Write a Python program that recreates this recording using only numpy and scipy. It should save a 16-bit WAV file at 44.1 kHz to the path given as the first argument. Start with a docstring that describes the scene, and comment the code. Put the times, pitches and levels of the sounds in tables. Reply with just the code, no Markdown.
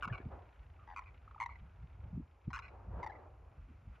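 """Birds croaking over a mountain valley

Large birds croak as they fly across an open valley. Each croak is a short run of rasping
pulses that ring in the throat; a thin echo and a faint tail follow. Wind rumbles and thumps
on the microphone and swishes past with a faint rustle, and something ticks far away."""
import sys
import numpy as np
from scipy import signal
from scipy.fft import rfft, irfft
from scipy.io import wavfile

SR = 44100
rng = np.random.default_rng(int(sys.argv[2]) if len(sys.argv) > 2 else 0)


def file_out(sig):
    """Save sig as 16-bit WAV at sys.argv[1]."""
    # one column per channel
    cols = np.atleast_2d(sig).T
    # limit, then scale
    lim = np.clip(cols, -1, 1)
    pcm = np.round(lim * 32767).astype(np.int16)
    wavfile.write(sys.argv[1], SR, pcm)


N = 176400
TIME = np.arange(N) / SR
SIDE_SIGN = np.array([[1], [-1]])   # a "side" signal is added on the left and taken away on the right

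# Tone of each background sound: f/Hz, relative level/dB
AIR_TONE = [(100, -30), (300, 1.5), (1100, 2.5), (1700, -9), (2400, -4), (3500, -18.5), (5000, -19),
            (7200, -23), (8200, -38), (9700, -26.5), (12000, -30)]
TICK_TONE = [(800, -7), (2300, 4.5), (3700, -6.5), (4600, -20.5), (8000, -58)]
RUSTLE_TONE = [(500, -15.5), (1000, 0), (1400, 7.5), (1750, -1), (2600, -1.5), (3200, -11.5), (4200, -19.5),
               (8000, -34)]
SWISH_TONE = [(100, -17), (330, 4), (850, 5), (1300, -3.5), (1800, -13.5), (4000, -38), (8000, -55)]
RUMBLE_TONE = [(20, -34), (35, -5), (55, 11), (85, 7.5), (120, -3.5), (180, -15), (300, -20), (600, -73.5)]
# How each background sound swells and fades: t/s, relative level/dB
AIR_LEVEL = [(0, -76.5), (3, -77.5), (4, -76)]
TICK_LEVEL = [(0, -60.5), (.4, -74.5), (.8, -72), (1.9, -76.5), (2.5, -82.5), (4, -80.5)]
RUSTLE_LEVEL = [(0, -76), (1.7, -77), (1.95, -77), (2.3, -82.5), (3.45, -85), (3.72, -74), (3.82, -82),
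                (3.96, -71), (4, -79)]
SWISH_LEVEL = [(0, -60.5), (.15, -58), (.28, -65.5), (.33, -53.5), (.41, -60), (.55, -73.5), (1.95, -74),
               (2.07, -67), (2.25, -76.5), (2.45, -77), (2.65, -68.5), (2.74, -60.5), (2.88, -64.5),
               (2.99, -51.5), (3.08, -57), (3.27, -62.5), (3.4, -70), (3.52, -67.5), (3.62, -79),
               (4, -75.5)]
RUMBLE_LEVEL = [(0.0, -56), (0.14, -49), (0.18, -60.5), (0.27, -46.5), (0.53, -68.5), (0.61, -56),
                (0.91, -61), (1.9, -57.5), (2.18, -48), (2.29, -65), (2.43, -69.5), (2.48, -48),
                (2.65, -59), (2.84, -55.5), (2.99, -45), (3.11, -62.5), (3.5, -57), (3.58, -56.5),
                (3.82, -58), (3.89, -54.5), (4.0, -63)]
# Stereo width of the background: f/Hz, relative side level/dB
WIDTH = [(100, -45.5), (200, -22), (320, -3), (1500, -4.5), (2600, -20.5), (4500, -33.5), (7000, 2)]
# Wind thumps on the microphone: peak t/s, rise/s, fall/s, level/dB, top f/Hz
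THUMPS = [(0.079, 0.02, 0.0057, -44, 224), (.123, 0.015, 0.011, -36.5, 177),
          (0.205, 0.0077, 0.0062, -48.5, 390), (0.261, 0.004, 0.016, -38, 239),
          (1.626, 0.011, 0.027, -48, 175), (1.848, 0.042, 0.0091, -51.5, 187),
          (2.049, 0.013, 0.03, -43.5, 163), (2.134, 0.0083, 0.04, -43, 185),
          (2.179, 0.017, 0.0064, -39, 269), (2.204, 0.0072, 0.0072, -40.5, 280),
          (2.481, 0.0049, 0.0067, -36.5, 301.8), (2.915, 0.041, 0.018, -50.5, 203),
          (2.993, 0.047, 0.014, -50.5, 206.7), (3.58, 0.029, 0.045, -60.5, 172),
          (3.705, 0.028, 0.04, -58.5, 305), (3.885, 0.014, 0.016, -48, 193)]

# Stereo spread of the croaks, widest in the treble: f/Hz, side level/dB
SPREAD_TONE = [(500, -18.5), (1000, -9.5), (2000, -23.5), (4000, -21.5), (8000, 3)]
# Tone of the echo: f/Hz, relative level/dB
ECHO_TONE = [(300, -2), (700, 6), (1050, -12.5), (1500, -8.5), (2000, 1.5), (2500, 4.5), (3200, -16.5),
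             (4150, 2.5), (4800, -9), (10000, -13.5)]
# Strength of the echo: t/s, relative level/dB
ECHO_LEVEL = [(.15, -4), (1.08, -16.5), (1.53, -18), (2.65, -10.5), (3.15, -14.5)]
# Side signal that puts the birds a little to the left: f/Hz, level/dB
LEAN_LEFT = [(1000, -20), (2000, -21), (4000, -45)]
# Tone of the puff of hiss that comes with a pulse: f/Hz, relative level/dB
PUFF_TONE = [(600, -3), (1700, 1), (2800, 12), (4000, 3.5), (6500, -5), (7600, -8.5), (8400, -33),
             (9600, -6), (12500, -18.5)]
# Throat resonances, one list for each of five calls and one for a slow rattle: f/Hz, relative level/dB
THROATS = [
    [(1170, -4), (1430, -3), (2400, -15), (2800, -16.5), (5250, -35), (6900, -42)],
    [(1040, 0.5), (1300, -9), (1950, -12), (2280, -6.5), (4350, -29), (5650, -27.5), (7000, -33)],
    [(990, 0), (2060, -4), (2800, -27.5), (4100, -27.5), (6150, -29), (7300, -36)],
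    [(1120, -7), (1390, -3), (2000, -15.5), (2430, -11), (2780, -16.5), (4020, -24), (5200, -23),
     (6400, -25.5), (7500, -34.5)],
    [(935, 3.5), (2010, -4), (3650, -27.5), (4650, -25.5), (5800, -28.5), (7150, -41)],
    [(1280, 5.5), (2500, -15.5)],
]
# Runs of pulses: start t/s, length/s, pulse rate/Hz, relative level/dB, swell/(dB per s),
# factor on the resonance pitches, share by which they sag at the end, throat number
CROAKS = [ (0.0235, .036, 141, -30, -57, 1.0, 0.083, 0), (0.0757, .013, 150, -35.5, -800, 0.97, 0.12, 0),
          (0.0975, .013, 190, -51, -2, 1.32, -0.012, 5), (0.791, .055, 115, -59.5, -67, 0.96, 0.011, 5),
          (0.875, .070, 84, -47, 8, 0.843, 0.084, 1), (0.9615, .034, 103, -37.5, 11, 1.064, 0.076, 1),
          (1.02, .008, 120, -48, -4, 0.92, .05, 1), (1.2765, .136, 29.4, -50, -9, 0.96, 0.015, 5),
          (1.361, .008, 146, -50.5, -2, 0.73, 0.084, 5), (1.4007, .044, 116, -30, -84, 1.014, 0.00069, 2),
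          (1.4597, .008, 59, -33, -9, 0.94, 0.028, 2), (1.4914, .008, 120, -43, -11, .88, 0.062, 5),
          (2.5036, .013, 196, -42.5, -700, 0.8, 0.11, 3), (2.5301, .037, 136, -34, 16, 1.006, -0.0011, 3),
          (2.5682, .008, 120, -37.5, 0, .84, .05, 3), (2.5786, .008, 105, -43, -2, 1.184, .05, 3),
          (2.5888, .015, 137, -34.5, -600, 0.986, 0.14, 3),
          (3.0289, .021, 138, -35.5, -250, 1.02, 0.087, 4), (3.063, .013, 129, -37, -62, 0.99, 0.049, 4),
          (3.0966, .016, 125, -43, -5, 0.87, 0.032, 4)]

RING_PEAK_S = 0.002102   # the throat's resonances swing in step this long after a snap


def from_db(db):
    """Turn decibels into a gain."""
    return 10 ** (np.asarray(db) / 20)


def rms_one(x):
    """Scale a sound so that its average power is 1."""
    return x / np.sqrt(np.mean(x ** 2) + 1e-20)


def level(points):
    """Join (t/s, level/dB) points into a gain over time."""
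    return from_db(np.interp(TIME, *np.transpose(points)))


def colour(x, tone):
    """Filter a sound with a curve through (f/Hz, level/dB) points."""
    hz, db = np.transpose(tone)
    bins_hz = np.maximum(np.fft.rfftfreq(2 * N, 1 / SR), 1)
    gain = from_db(np.interp(np.log(bins_hz), np.log(hz), db))
    return irfft(rfft(x, 2 * N) * gain)[..., :N]


def wide_noise(tone, side_db=-1.5):
    """Stereo noise with the given tone; its bass stays in the centre."""
    mid, side = rms_one(colour(rng.standard_normal((2, N)), tone))
    return mid + from_db(side_db) * colour(side, WIDTH) * SIDE_SIGN


def steadied(noise, share):
    """Take a share of the chance swings out of a noise's level."""
    envelope = np.abs(signal.hilbert(rms_one(noise)))
    return rms_one(noise / (envelope + 0.034) ** share)


def flutter(depth_db, points_per_s=70):
    """A gain that wavers quickly and at random."""
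    times = np.arange(0, TIME[-1] + 1, 1 / points_per_s)
    swings = rng.standard_normal(N)[:len(times)]
    return from_db(depth_db * np.interp(TIME, times, swings))


def open_air():
    """The soft, almost steady hush of the open air."""
    return level(AIR_LEVEL) * wide_noise(AIR_TONE)


def far_ticking(ticks_per_s=29.12, rise_s=0.0028, scatter_db=3):
    """Faint, distant ticks: tiny bursts of noise, uneven in timing and strength."""
    unevenness = np.log(flutter(depth_db=1))
    tick_number, phase = np.divmod(TIME * ticks_per_s + 0.74 + unevenness, 1)
    age = phase / ticks_per_s / rise_s
    strength = from_db(scatter_db * rng.standard_normal(N))[tick_number.astype(int)]
    return level(TICK_LEVEL) * strength * age * np.exp(1 - age) * wide_noise(TICK_TONE)


def passing_wind():
    """Wind swishes past with a fainter, brighter rustle; both are fluttering noise."""
    swish = level(SWISH_LEVEL) * flutter(depth_db=1.4) * wide_noise(SWISH_TONE, side_db=-5)
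    rustle = level(RUSTLE_LEVEL) * flutter(depth_db=2.5) * wide_noise(RUSTLE_TONE)
    return swish + rustle


def wind_on_microphone(rumble_boost_db=2, thump_low_hz=56, side_db=-10):
    """Wind hits the microphone: a low, centred rumble and brief thumps that reach higher and wider."""
    low_noise = steadied(colour(rng.standard_normal(N), RUMBLE_TONE), share=0.06)
    rumble = from_db(rumble_boost_db) * level(RUMBLE_LEVEL) * low_noise
    thumps = 0
    for peak_s, rise_s, fall_s, db, top_hz in THUMPS:
        band = signal.butter(2, [thump_low_hz, top_hz], "band", fs=SR, output="sos")
        lowpass = signal.butter(4, top_hz, fs=SR, output="sos")
        swirl = steadied(signal.sosfilt(band, rng.standard_normal((2, N))), share=0.44)
        swirl = rms_one(signal.sosfilt(lowpass, swirl))
        age = TIME - peak_s
        envelope = np.exp(-np.where(age < 0, (age / rise_s) ** 2, age / fall_s))
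        thumps += from_db(db) * swirl * envelope
    mid, side = thumps
    return rumble + mid + from_db(side_db) * colour(side, WIDTH) * SIDE_SIGN


def scatter(x, envelope, side_db=-3.5):
    """Smear a sound into many tiny stereo reflections that fade along the envelope."""
    reflections = rng.standard_normal((2, N)) * envelope / np.sqrt(np.sum(envelope ** 2))
    mid, side = signal.fftconvolve(reflections, x[None], axes=1)[:, :N]
    return mid + from_db(side_db) * side * SIDE_SIGN


def valley(voice, spread_delay_s=0.001257, echo_s=0.1015, shrink_s_per_s=0.004):
    """Stereo spread, a thin echo that comes sooner as the birds fly on, and tails from the slopes."""
    tail = from_db(-15) * scatter(voice, from_db(-60 * TIME / 0.33))   # falls 60 dB in 0.33 s
    tail = signal.sosfilt(signal.butter(2, 3070, fs=SR, output="sos"), tail)
    delayed = np.interp(TIME * (1 + shrink_s_per_s) - echo_s, TIME, voice)
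    echo = level(ECHO_LEVEL) * colour(delayed, ECHO_TONE)
    echo_blur = from_db(-0.5) * scatter(echo, np.exp(-TIME / 0.005))
    echo_tail = from_db(-10) * scatter(echo, from_db(-60 * TIME / 0.37))
    spread = colour(np.interp(TIME - spread_delay_s, TIME, voice), SPREAD_TONE) * SIDE_SIGN
    return spread + tail + echo + echo_blur + echo_tail


def resonate(x, hz, width_hz):
    """Ring at one pitch; filtering three times rounds the ring, and its height is scaled to 1."""
    pole = np.exp((-np.pi * width_hz + 2j * np.pi * hz) / SR)
    ring = signal.lfilter([1], np.poly([pole] * 3), x)
    ring *= np.exp(-2j * np.pi * hz * RING_PEAK_S)
    return ring.imag / np.abs(ring).max()


def throat_pulse(throat, sag, weak_db, rasp=0.88, rasp_s=0.003, wobble=0.011, glide=0.04, glide_s=0.005):
    """One snap of the bird's voice box and a rasp of air ring in the throat, gliding down in pitch."""
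    t = TIME[:SR // 40]
    lowest_hz = throat[0][0]
    pulse = 0
    for hz, db in throat:
        octaves_up = np.log2(hz / lowest_hz)
        drive = rasp * rng.standard_normal(len(t)) * np.exp(-t / rasp_s) * np.sqrt(2 / (rasp_s * SR))
        drive[0] = 1   # the snap
        hz *= 1 - sag * 0.75 ** octaves_up + wobble * rng.standard_normal()   # high ones sag less
        gain = from_db(db - 0.14 * weak_db * octaves_up)   # weak pulses are duller
        pulse += gain * resonate(drive, hz, width_hz=205 + 0.027 * hz)
    speed = 1 + glide * (np.exp(-t / glide_s) - np.exp(-2 * RING_PEAK_S / glide_s))
    return np.interp(np.cumsum(speed) / SR, t, pulse)


def birds(jitter_s=0.00015, shimmer_db=0.93, trim_db=-3.5, loud_db=-41, puff_db=-26.5, puff_rise_s=0.0022):
    """Croaks are runs of slightly uneven throat pulses; the strong ones let out a puff of hiss."""
    voice, snaps = np.zeros((2, N + SR))
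    for start_s, length_s, rate_hz, db, swell, scale, sag, throat_number in CROAKS:
        throat = [(hz * scale, ring_db) for hz, ring_db in THROATS[int(throat_number)]]
        count = max(1, round(length_s * rate_hz))
        for k in range(count):
            age = k / rate_hz + jitter_s * rng.standard_normal()
            at = int((start_s + age) * SR)
            ending = (k / max(count - 1, 1)) ** 2.4   # the sag comes late in the run
            pulse_db = trim_db + db + swell * age - shimmer_db * rng.standard_normal()
            weak_db = max(loud_db - pulse_db, 0)   # how far short of a loud pulse this one falls
            pulse = throat_pulse(throat, sag * ending, weak_db)
            voice[at:at + len(pulse)] += from_db(pulse_db) * pulse
            snaps[at] = from_db(pulse_db - 0.88 * weak_db)
    puff_shape = (TIME / puff_rise_s * np.exp(1 - TIME / puff_rise_s)) ** 2
    puffs = signal.fftconvolve(snaps, puff_shape)[:N]
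    hiss = rms_one(colour(rng.standard_normal(N), PUFF_TONE))
    return voice[:N] + from_db(puff_db) * puffs * hiss


def scene():
    """Birds a little to the left, in the wind and the open air."""
    voice = birds()
    calls = voice + valley(voice)
    calls += colour(calls, LEAN_LEFT) * SIDE_SIGN
    return calls + open_air() + passing_wind() + wind_on_microphone() + far_ticking()


def record(dry):
    """Cut the treble steeply above 13000 Hz."""
    return signal.sosfilt(signal.butter(14, 13000, fs=SR, output="sos"), dry)


dry = scene()
out = record(dry)
file_out(out)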